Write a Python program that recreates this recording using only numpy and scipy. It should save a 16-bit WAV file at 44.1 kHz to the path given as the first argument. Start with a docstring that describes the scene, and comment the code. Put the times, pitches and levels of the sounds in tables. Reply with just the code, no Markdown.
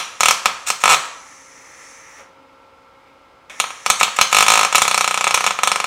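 """Sharp pops and sputter come first: a wire-feed arc welder tacks steel rods on a concrete shop floor.
Each time the wire touches the metal (a short) and the arc relights, it pops; floor and shop echo it.
Shielding gas hisses on after this first weld until its valve shuts. A glove rubs, then the valve
opens for a second, longer weld. The welder's fan hums and its electronics whine throughout.
The loudest pops overload the nearby microphone."""
import sys
import numpy as np
from scipy import signal
from scipy.fft import rfft, irfft, next_fast_len
from scipy.io import wavfile
from scipy.ndimage import map_coordinates

SR = 44100
rng = np.random.default_rng(int(sys.argv[2]) if len(sys.argv) > 2 else 0)


def generate_wav(sig):
    """Save sig (samples, or channels by samples) to the path in sys.argv[1] as 16-bit PCM at SR."""
    pcm = np.round(np.clip(np.atleast_2d(sig).T, -1, 1) * 32767).astype(np.int16)
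    wavfile.write(sys.argv[1], SR, pcm)


N = 258646
LEAD = SR // 10  # extra samples before time zero, cut off at the end
TIME = np.arange(-LEAD, N) / SR
FFT_SIZE = next_fast_len(N + 2 * SR)
HZ = np.fft.rfftfreq(FFT_SIZE, 1 / SR)

# Lone pops where the wire stubs. Each row: time in seconds, thud and crack in relative dB.
SINGLE_POPS = [(-0.03, -9, -13.5), (0.4576, -6, -16.5), (0.7024, -13, -16), (3.6004, -13.5, -15.5),
               (3.6407, -18.5, -39), (3.7052, -26.5, -39), (3.8622, -12, -17), (3.9009, -7, -10),
               (4.0112, -6, -25.5), (4.031, -12.5, -11.5), (4.08, -21, -38), (4.188, -7.5, -23),
               (4.2124, -7, -9), (4.465, -14, -21), (4.7265, -15, -23), (4.7481, -8, -22),
               (4.7551, -10, -8.5), (4.7815, -11.5, -13), (4.8189, -8, -10.5), (4.8525, -13.5, -26),
               (5.2687, -10.5, -30), (5.3444, -10.5, -13), (5.4647, -11.5, -16), (5.5889, -14.5, -33)]
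# Even runs of pops while the wire feeds steadily. Each row: first and last time in seconds,
# number of pops, thud and crack in relative dB, the thud's fall over the run in dB.
POP_RUNS = [(0.2068, 0.3092, 5, -9, -13, -2), (0.8381, 0.8786, 3, -6.5, -17, 1),
            (.892, 0.9441, 9, -11.5, -21, -1), (4.3278, 4.4258, 6, -8.5, -14, -1),
            (4.4825, 4.649, 10, -9.5, -16.5, 2), (4.8795, 5.0093, 5, -11.5, -16, -1.5),
            (5.044, 5.2425, 7, -14, -22.5, 0), (5.276, 5.5076, 8, -13.5, -22.5, 0),
            (5.634, 5.8423, 6, -12, -21, 6.5)]
# Ringing around the work. Each row: pitch in Hz, width in Hz, strength in dB.
RESONANCES = [(1054, 40, -2.5), (1296, 99, -3.5), (2297, 75, -4.5), (2404, 80, -12), (2730, 34, -18.5),
              (3160, 60, -5), (3427, 38, -4), (5300, 90, -22)]
# The wire burns back with no clean pop. Each row: start and length in seconds, level in dB.
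SPITS = [(0.661, 0.018, -26.5), (0.679, 0.015, -18), (0.801, 0.029, -33.5), (0.891, 0.044, -24),
         (1.041, 0.023, -42.5), (3.993, 0.015, -20), (4.16, 0.012, -25), (4.313, 0.012, -26)]
# The gas jet as the torch moves. Each row: time in seconds, whistle in Hz, low rush in relative dB.
TORCH_PATH = [(1.15, 6000, -50), (1.266, 6150, -49), (1.48, 6020, -54.5), (1.59, 6050, -46),
              (1.96, 6070, -47), (2.2, 5800, -46.5)]
# The gas valve shuts, then opens. Each row: time in seconds, knock in dB, puff in dB.
VALVE_MOVES = [(2.185, -41.5, -61), (3.497, -42, -34.5)]
# Fan and transformer tones. Each row: pitch in Hz, level in dB.
HUM_TONES = [(269.2, -69), (473.7, -65), (538.3, -59.5), (882.9, -66), (1346, -59.5), (1615, -71),
             (1884, -76), (2153, -68)]
# Echoes off nearby surfaces. Each row: delay in seconds, gain, frequency in Hz below which it fades.
NEAR_ECHOES = [(.00064, -0.46, 2500), (.00134, -0.29, 3000), (.00229, 0.53, 1237), (.00401, 0.54, 1393),
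               (.00464, -.55, 2500), (0.0137, 0.11, 512)]
# How long the shop rings. Each row: frequency in Hz, seconds to fade by 60 dB (called t60).
SHOP_FADE = [(150, 0.48), (1000, 0.74), (3000, 0.55), (7000, 0.58), (14000, 0.34)]

# The tone colour of each sound. Each row: frequency in Hz, relative level in dB.
POP_COLOUR = [(30, -35), (90, -24), (130, -24), (185, -17), (310, -22), (470, -10.5), (750, -5.5),
              (1000, -4.5), (1280, -1.5), (1500, -8), (2000, -8), (2600, -4), (3500, -10), (4900, -16),
              (6300, -10), (8500, -12.5), (16000, -39)]
DROPLET_COLOUR = [(200, -30.5), (1000, 1.5), (2500, 4), (4500, -8), (7800, 3.5), (10000, -13.5),
                  (16000, -20.5)]
HISS_COLOUR = [(600, -24.5), (1300, -22), (3000, -19), (4800, -17), (5500, -6), (6500, -5), (7500, -12),
               (8600, -17), (10000, -14.5), (12000, -34.5), (14900, -35.5), (16000, -50.5)]
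RUSH_COLOUR = [(300, -31), (900, -14.5), (1250, -2.5), (1500, -11), (1800, -1), (2200, -2), (3000, -18.5),
               (6000, -34)]
KNOCK_COLOUR = [(60, -14), (250, -7), (550, 4.5), (1300, 3), (3000, -8), (16000, -48.5)]
PUFF_COLOUR = [(200, -22), (1200, -8), (2200, 9.5), (3100, 0), (3600, 4), (4300, -13), (6000, -4),
               (9000, -11.5), (16000, -33)]
GLOVE_COLOUR = [(300, -25), (1500, -16.5), (2250, 9), (3000, -15), (10000, -32)]
FAN_COLOUR = [(15, -53), (25, -26), (49, -8), (236, -11.5), (270, -3.5), (373, -10), (405, -9), (531, -4.5),
              (695, -10.5), (863, -2), (1160, -5.5), (1330, -4), (1700, -17.5), (2220, -12.5), (16000, -44)]
SHOP_COLOUR = [(100, -2), (500, -2.5), (800, -4.5), (1150, -2), (1600, -0.5), (2400, -1.5), (4200, 6),
               (8000, -1.5), (15000, 5)]


def wire_shorts(jitter_s=0.0007, scatter_db=0.5, crack_growth=1.98, tick_lead_s=0.0055, tick_db=-25.5):
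    """The wire ticks on the melted metal, then the arc pops. Each row: seconds, thud dB, crack dB."""
    rows = [np.array(SINGLE_POPS)]
    for first, last, count, thud, crack, fall in POP_RUNS:
        progress = np.linspace(0, 1, round(count))
        late, strong = rng.standard_normal((len(progress), 2)).T
        late[[0, -1]] = 0
        times = first + (last - first) * progress + jitter_s * late
        swing_db = scatter_db * strong + fall * (0.5 - progress)
        # stronger pops are more abrupt, so the crack grows faster than the thud
        rows.append(np.column_stack([times, thud + swing_db, crack + crack_growth * swing_db]))
    relights = np.vstack(rows)
    ticks = relights + [-tick_lead_s, tick_db, tick_db]
    return np.vstack([relights, ticks])


def arc_pops(events, split_hz=2600, boost_db=21, spray_db=-2.5, spray_t60=0.0108):
    """The relighting arc gives the air one push: abrupt ones crack and spray metal, slow ones thud."""
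    times, thud_db, crack_db = events.T
    starts = np.round(times * SR).astype(int) + LEAD
    age = np.arange(SR // 50)
    spray = rng.standard_normal((len(times), len(age))) * amp(-60 * age / SR / spray_t60)
    bursts = (age == 0) + amp(spray_db) * spray / np.linalg.norm(spray, axis=1, keepdims=True)
    bursts *= amp(crack_db + boost_db)[:, None]
    thuds = np.bincount(starts, amp(thud_db + boost_db), len(TIME))  # adds each at its start
    cracks = np.bincount((starts[:, None] + age).ravel(), bursts.ravel())
    ring = sum(amp(db) / (1 + (2 * (HZ - hz) / width) ** 2) for hz, width, db in RESONANCES)
    colour = causal(amp(along(POP_COLOUR, HZ)) * (1 + ring))
    lows = 1 / (1 + (HZ / split_hz) ** 4)
    return filtered(thuds, unit(colour * lows)) + filtered(cracks, unit(colour * (1 - lows)))


def sputter(events, drops_per_s=5000, spread_db=3, shower_db=-17.5, shower_t60=0.11):
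    """Tiny droplets burst: a shower dies away after every pop, and longer spits swell and fade."""
    times, _, crack_db = events.T
    starts = np.round(times * SR).astype(int) + LEAD
    thrown = np.bincount(starts, amp(crack_db + shower_db), len(TIME))
    showers = signal.lfilter([1], [1, -amp(-60 / (shower_t60 * SR))], thrown)
    spits = sum(amp(db) * np.sqrt(np.maximum(1 - (2 * (TIME - start) / length - 1) ** 2, 0))
                for start, length, db in SPITS)
    bursting = rng.random(len(TIME)) < drops_per_s / SR
    droplets = bursting * rng.standard_normal(len(TIME)) * amp(spread_db * wobble(400))
    return (showers + spits) * unit(filtered(droplets, amp(along(DROPLET_COLOUR, HZ))))


def gas(off_s=2.204, on_s=3.499, close_t60=0.33, build_s=0.033, whistle_width_hz=170, flutter_db=1.8):
    """Gas hisses from the nozzle while the valve is open; its colour shifts as the torch moves."""
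    times, nozzle_hz, rush_db = np.transpose(TORCH_PATH)
    first_flow = amp(-60 * np.maximum(TIME - off_s, 0) / close_t60)
    second_flow = amp(2) * (1 - np.exp(-np.maximum(TIME - on_s, 0) / build_s))
    slow_noise = filtered(rng.standard_normal(len(TIME)), 1 / (1 + (HZ / whistle_width_hz) ** 2))
    phase = 2 * np.pi * np.cumsum(np.interp(TIME, times, nozzle_hz)) / SR
    whistle = unit(slow_noise * np.sin(phase))
    hiss = noise(HISS_COLOUR)
    # the floor's echo comes earlier or later as the hand sways, so the hiss swishes
    delay_s = 0.00111 * (1 + 0.07 * wobble(3))
    hiss = unit(hiss + 0.22 * np.interp(TIME - delay_s, TIME, hiss))
    layers = [(-49, hiss), (-55, whistle), (np.interp(TIME, times, rush_db), noise(RUSH_COLOUR))]
    jet = sum(amp(db + flutter_db * wobble(7.02)) * sound for db, sound in layers)
    return (first_flow + second_flow) * jet


def valve(knock_t60=0.48, puff_t60=0.27):
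    """The magnet-driven valve knocks in the welder's case and gas puffs from the torch."""
    knocks = sum(amp(db) * dying(start, knock_t60) for start, db, _ in VALVE_MOVES)
    puffs = sum(amp(db) * dying(start, puff_t60) for start, _, db in VALVE_MOVES)
    return knocks * noise(KNOCK_COLOUR) + puffs * noise(PUFF_COLOUR)


def glove(peak_s=3.075, width_s=0.04, level_db=-56):
    """A glove rubs softly as the torch is moved to the next joint."""
    return amp(level_db) * np.exp(-((TIME - peak_s) / width_s) ** 2) * noise(GLOVE_COLOUR)


def fan(air_db=-51, waver_db=2, phase_drift=0.35):
    """Cooling air rushes while the fan and transformer hum a little unsteadily."""
    tones = sum(amp(db - waver_db * wobble(3.2))
                * np.sin(2 * np.pi * hz * TIME + phase_drift * wobble(8.6)) for hz, db in HUM_TONES)
    return amp(air_db) * noise(FAN_COLOUR) + np.sqrt(2) * tones


def whine(pitch_hz=5060, jitter_hz=25, level_db=-74, overtone_db=-15):
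    """The welder's power electronics sing faintly, never quite on one pitch."""
    phase = 2 * np.pi * np.cumsum(pitch_hz + jitter_hz * wobble(119.5)) / SR
    return amp(level_db) * (np.sin(phase) + amp(overtone_db) * np.sin(3 * phase))


def with_near_echoes(sound, scatter_db=-7, scatter_t60=0.035, scatter_hz=2500):
    """The floor and the welder's case add clear echoes; gloves and tools scatter the treble."""
    age = np.arange(SR // 20) / SR
    scatter = rng.standard_normal(len(age)) * amp(-60 * age / scatter_t60)
    scatter = rfft(scatter / np.linalg.norm(scatter), FFT_SIZE) * HZ / np.hypot(HZ, scatter_hz)
    echoes = sum(gain * HZ / np.hypot(HZ, low_hz) * np.exp(-2j * np.pi * HZ * delay)
                 for delay, gain, low_hz in NEAR_ECHOES)
    return filtered(sound, 1 + echoes + amp(scatter_db) * scatter)


def shop_reverb(sound, rise_s=0.0054, early_db=3, early_t60=0.13):
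    """Sound bounces around the shop: strong first echoes, then a tail whose treble dies soonest."""
    hz, times, bands = signal.stft(rng.standard_normal(SR), SR, nperseg=256)
    fade = amp(-60 * times / along(SHOP_FADE, hz)[:, None])
    tail = signal.istft(bands * fade, SR, nperseg=256)[1]
    age = np.arange(len(tail)) / SR
    tail *= 1 - np.exp(-(age / rise_s) ** 2)
    tail *= 1 + amp(early_db - 60 * age / early_t60)
    return filtered(sound, rfft(tail / np.linalg.norm(tail), FFT_SIZE) * amp(along(SHOP_COLOUR, HZ)))


def amp(db):
    """Turn decibels into a gain to multiply by."""
    return 10 ** (np.asarray(db) / 20)


def unit(x):
    """Scale to an average power of 1."""
    return x / np.sqrt(np.mean(np.abs(x) ** 2) + 1e-20)


def along(table, hz):
    """Read between a table's rows on a log frequency scale."""
    row_hz, values = np.transpose(table)
    return np.interp(np.log(hz + 1), np.log(row_hz), values)


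def filtered(sound, response):
    """Filter a sound, given one gain for each frequency in HZ."""
    return irfft(rfft(sound, FFT_SIZE) * response, FFT_SIZE)[:len(TIME)]


def causal(gain):
    """A filter with these gains that rings only after it is struck."""
    cepstrum = irfft(np.log(np.maximum(gain, 1e-6)), FFT_SIZE)
    cepstrum[1:FFT_SIZE // 2] *= 2
    cepstrum[FFT_SIZE // 2 + 1:] = 0
    return np.exp(rfft(cepstrum))


def noise(colour):
    """Noise with this tone colour and an average power of 1."""
    return unit(filtered(rng.standard_normal(len(TIME)), amp(along(colour, HZ))))


def wobble(rate):
    """A smooth curve through `rate` random values a second."""
    position = np.arange(len(TIME)) * rate / SR
    return map_coordinates(rng.standard_normal(int(position[-1]) + 4), [position])


def dying(start, t60):
    """A level that jumps up at start and fades."""
    return (TIME >= start) * amp(-60 * np.maximum(TIME - start, 0) / t60)


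def scene(reverb_db=-3.5):
    """The arc echoes in the shop, over the gas, the machine and the glove."""
    events = wire_shorts()
    arc = arc_pops(events) + sputter(events)
    machine = gas() + valve() + fan() + whine()
    mix = with_near_echoes(arc) + amp(reverb_db) * shop_reverb(arc) + machine + glove()
    return mix[None, LEAD:]


def record(dry, lag_cycles=0.8, lag_hz=250, overload_at=0.94, thump_db=-8.5, thump_hz=220, top_hz=16000):
    """The microphone passes bass later than treble, so pops sweep downward; the loudest ones clip."""
    lag = np.exp(-2j * np.pi * lag_cycles * np.log(1 + HZ / lag_hz))
    heard = irfft(rfft(dry, FFT_SIZE) * lag, FFT_SIZE)
    # the overload is lopsided, which puts a low thump under the loudest pops
    overload = np.clip(np.abs(heard) - overload_at, 0, 1)
    bass_only = HZ / (HZ - 20j) / (1 + 1j * HZ / thump_hz) ** 2
    thump = irfft(rfft(overload, FFT_SIZE) * bass_only, FFT_SIZE)
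    clipped = np.clip(heard + amp(thump_db) * thump, -1, 1)
    return irfft(rfft(clipped) / (1 + (HZ / top_hz) ** 120), FFT_SIZE)[:, :N]


dry = scene()
out = record(dry)
generate_wav(out)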